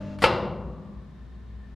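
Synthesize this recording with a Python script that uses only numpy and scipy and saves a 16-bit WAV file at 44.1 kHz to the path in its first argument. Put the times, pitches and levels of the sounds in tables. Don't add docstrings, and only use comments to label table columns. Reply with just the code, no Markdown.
import sys
import numpy as np
from scipy import signal
from scipy.fft import rfft, irfft
from scipy.io import wavfile

SR = 44100
rng = np.random.default_rng(int(sys.argv[2]) if len(sys.argv) > 2 else 0)


def wav_out(sig):
    wavfile.write(sys.argv[1], SR, np.round(np.clip(np.atleast_2d(sig).T, -1, 1) * 32767).astype(np.int16))


N = 77175
T = np.arange(N) / SR
HZ = np.fft.rfftfreq(N, 1 / SR)
ONSET = 1 - np.exp(-T / 0.0003)

# (time [s], relative level [dB], contact time [ms])
BLOWS = [(0.239, 12.5, 0.26), (.2421, -8.5, 0.054), (0.2433, -13.5, 0.033), (0.247, -4, 0.28),
         (0.2501, -0.5, 0.2), (0.2614, -9, 0.063)]
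RELEASE_S = BLOWS[0][0]


def clunk():
    # (frequency [Hz], relative level [dB])
    panel_spectrum = [(60, -15.5), (250, -25.5), (440, -16.5), (540, 4), (700, -19.5), (900, -6.5),
                      (1070, -19), (1270, 3), (1600, -11), (2700, 1), (3600, -10.5), (4900, -7.5),
                      (6000, -19.5), (10000, -19.5), (15500, -41)]
    knock = -amp(-14) * decay(T, t60=0.0027) * np.sin(2 * np.pi * 842 * T)
    out = np.zeros((2, N))
    for s, db, contact_ms in BLOWS:
        blow = knock + amp(10.5) * burst(panel_spectrum, t60=0.073)
        pole = np.exp(-1000 / (SR * contact_ms))
        add(out, s, amp(db) * signal.lfilter([1 - pole], [1, -pole], blow))
    add(out, RELEASE_S, housing() + wires())
    return out


def housing():
    # (frequency [Hz], level [dB], T60 [s])
    modes = [(149, -30, .6), (374, -36, 1.4), (498, -20, .42), (546, -22, .45), (563, -34, 1.0),
             (842, -24.5, .38), (888, -24, .5), (906, -18, .13), (1055, -37, .9), (1240, -24, .22),
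             (1275, -19, .19), (1482, -29, .35), (1694, -26, .17), (2127, -29, .15), (2680, -25, .16),
             (2749, -38, .78), (2851, -37, .58), (3140, -39, .35), (3715, -46, .5), (4012, -46, .58),
             (4070, -41, .48), (4940, -45, .48)]
    return ringing(modes)


def wires(count=40):
    low_hz, high_hz, tilt_db_per_octave, t60 = 1283, 5168, -10.5, 0.55
    hz = rng.uniform(low_hz, high_hz, count)
    db = -33 + tilt_db_per_octave * np.log2(hz / low_hz) + notch_db(hz)
    return ringing(zip(hz, db, np.full(count, t60))) / np.sqrt(count / 10)


def catch():
    # (frequency [Hz], relative level [dB])
    scrape_spectrum = [(200, -0.5), (1200, -1.5), (2700, 0.5), (5000, -7), (6500, -10), (9500, -12),
                       (15500, -26)]
    # (time [s], relative level [dB])
    ticks = [(0.187, -18), (0.2195, -4), (0.2214, 2), (0.2265, 1.5), (0.2288, 0.5), (0.2341, -6),
             (0.2398, -2)]
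    # (frequency [Hz], relative level [dB])
    tick_spectrum = [(100, -19), (250, 9), (900, 0.5), (1200, 2.5), (2700, -3), (3800, -9.5), (4900, -8),
                     (6000, -22.5), (9000, -18), (15500, -38)]
    start_s = 0.1951
    press = np.clip((T - start_s) / (RELEASE_S - start_s), 0, 1)
    fade = decay(np.maximum(T - RELEASE_S, 0), t60=0.35)
    out = amp(-42) * press * fade * noise(notched_gain(scrape_spectrum))
    for s, db in ticks:
        add(out, s, amp(db + 0.5) * burst(tick_spectrum, t60=0.07))
    return out


def kitchen():
    # (frequency [Hz], relative level [dB])
    room_spectrum = [(35, -38), (60, -11.5), (204, -4), (276, -18.5), (364, -4.5), (458, -12), (491, -1),
                     (695, -12), (855, -9), (982, -9), (1450, -15), (1630, -25), (2110, -16.5), (2470, -21),
                     (2780, -15), (2980, -21.5), (4840, -25), (6230, -41), (15000, -70)]
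    # (frequency [Hz], T60 [s])
    room_t60 = [(70, 2.2), (180, 2.48), (400, 1.374), (600, 1.19), (1100, 1.097), (2000, 0.73),
                (4500, 0.58), (8000, 0.53), (14000, 0.48)]
    hz, t, bands = signal.stft(noise(notched_gain(room_spectrum)), SR, nperseg=1024, noverlap=768)
    bands = bands * decay(t, read(room_t60, hz)[:, None])
    tail = signal.istft(bands, SR, nperseg=1024, noverlap=768)[1][:, :N]
    build_up = 1 - np.exp(-T / 0.0086)
    out = np.zeros((2, N))
    add(out, RELEASE_S, amp(14) * unit(tail * build_up) / np.sqrt(N))
    return out


def motor():
    # (frequency [Hz], level [dB])
    hum_lines = [(99.6, -48), (145, -50), (199.6, -39.5), (247, -55), (299.8, -47.5), (584, -53),
                 (614.5, -47.5), (877, -59), (1172, -68), (1204, -69)]
    # (frequency [Hz], width [Hz], level [dB])
    gear_bands = [(1735, 60, -66.5), (2730, 90, -66.5), (4014, 30, -77), (6630, 90, -76)]
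    # (frequency [Hz], relative level [dB])
    rush_spectrum = [(60, -1), (180, -2.5), (350, -15.5), (600, -7.5), (750, -21.5), (1200, -19),
                     (2800, -30), (5500, -37), (9000, -53.5), (15000, -65)]
    off_s = 0.15
    hum = sum(amp(db) * np.sqrt(2) * sine(hz) for hz, db in hum_lines)
    gears = sum(amp(db) * narrowband(hz, width) for hz, width, db in gear_bands)
    rush = amp(-43) * noise(amp(read(rush_spectrum, HZ)))
    since_off = np.maximum(T - off_s, 0)
    return hum * decay(since_off, t60=2.2) + (gears + rush) * decay(since_off, t60=0.2)


def drone(hz=59.5):
    # (time [s], level [dB])
    envelope = [(0, -77), (.18, -42), (.4, -44.5), (.55, -48.5), (.68, -37), (.76, -44), (.82, -57),
                (.9, -64), (.97, -38), (1.05, -44), (1.1, -56), (1.2, -44.5), (1.28, -47.5), (1.36, -40.5),
                (1.45, -48), (1.55, -38), (1.66, -45.5), (1.75, -39.5)]
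    return amp(np.interp(T, *np.transpose(envelope))) * np.sqrt(2) * sine(hz)


def room_modes():
    # (frequency [Hz], width [Hz], start level [dB], end level [dB])
    booms = [(101, 14, -46, -63), (161, 6.7, -49, -60.5), (203, 3.6, -54, -55), (247, 14, -50, -63)]
    return sum(amp(np.linspace(start_db, end_db, N)) * narrowband(hz, width)
               for hz, width, start_db, end_db in booms)


def whines():
    # (peak time [s], time spread [s], frequency [Hz], width [Hz], level [dB])
    swells = [(.8, .16, 1150, 85, -58.5), (1.1, .6, 1045, 70, -69), (1.45, .45, 1775, 70, -71),
              (1.635, .04, 1775, 45, -63.5), (1.45, .5, 3670, 80, -83)]
    return sum(amp(db) * np.exp(-((T - s) / spread) ** 2 / 2) * narrowband(hz, width)
               for s, spread, hz, width, db in swells)


def room_air():
    # (frequency [Hz], relative level [dB])
    air_spectrum = [(15, -54), (25, -22.5), (38, -15.5), (64, -10), (86, -14.5), (204, -22), (281, -29),
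                    (359, -26.5), (433, -29), (469, -33), (1570, -40.5), (1800, -41.5), (2560, -47.5),
                    (3720, -48), (15500, -75.5)]
    return amp(-49.5) * noise(amp(read(air_spectrum, HZ)), diffuse=True)


def ringing(modes):
    return sum(amp(db) * decay(T, t60) * sine(hz) for hz, db, t60 in modes) * ONSET


def burst(spectrum, t60):
    return unit(noise(notched_gain(spectrum)) * decay(T, t60) * ONSET) / np.sqrt(N)


def narrowband(hz, width):
    return noise(1 / (1 + ((HZ - hz) / width) ** 2) ** 2, diffuse=True)


def noise(gain, diffuse=False):
    # (frequency [Hz], correlation [0-1])
    machine_correlation = [(50, .997), (1000, .997), (2400, .985), (6000, .89), (15000, .55)]
    # (frequency [Hz], correlation [0-1])
    air_correlation = [(60, 0.85), (180, .8), (550, 0.47), (1650, 0.83), (5000, .4), (15000, .15)]
    correlation = np.clip(read(air_correlation if diffuse else machine_correlation, HZ), 0, 0.999)
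    mid, side = rfft(rng.standard_normal((2, N)))
    mid, side = mid * np.sqrt(1 + correlation), side * np.sqrt(1 - correlation)
    return unit(irfft(np.array([mid + side, mid - side]) * gain, N))


def notched_gain(spectrum):
    return amp(read(spectrum, HZ) + notch_db(HZ))


def notch_db(hz, centre_hz=2512, width_hz=40):
    return -24 * np.exp(-((hz - centre_hz) / width_hz) ** 2)


def sine(hz):
    return np.sin(2 * np.pi * (hz * T + rng.random()))


def decay(t, t60):
    return amp(-60 * t / t60)


def amp(db):
    return 10 ** (np.asarray(db) / 20)


def unit(x):
    return x / np.sqrt(np.mean(x ** 2) + 1e-20)


def read(points, hz):
    f, value = np.transpose(points)
    return np.interp(np.log(hz + 1), np.log(f), value)


def add(mix, s, sound):
    part = mix[..., round(s * SR):]
    part += sound[..., :part.shape[-1]]


def scene():
    # (frequency [Hz], left boost and right cut [dB])
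    balance = [(700, 0.99), (3000, .7), (5500, 0.48), (8500, -1), (14000, 0)]
    mix = catch() + clunk() + kitchen() + motor() + drone() + room_air() + room_modes() + whines()
    balance_db = read(balance, np.fft.rfftfreq(2 * N, 1 / SR))
    channel_gain = amp(np.outer([1, -1], balance_db))
    return irfft(rfft(mix, 2 * N) * channel_gain)[:, :N]


def record(dry):
    low_cut_hz, high_cut_hz, fade_s = 30, 15740, 0.012
    wet = signal.sosfilt(signal.butter(2, low_cut_hz, "high", fs=SR, output="sos"), dry)
    ramp = np.minimum(np.minimum(T, T[::-1]) / fade_s, 1)
    wet = wet * np.sin(np.pi / 2 * ramp) ** 2
    low_pass = signal.firwin(511, high_cut_hz, window=("kaiser", 9), fs=SR)
    return signal.oaconvolve(wet, low_pass[None], "same")


dry = scene()
out = record(dry)
wav_out(out)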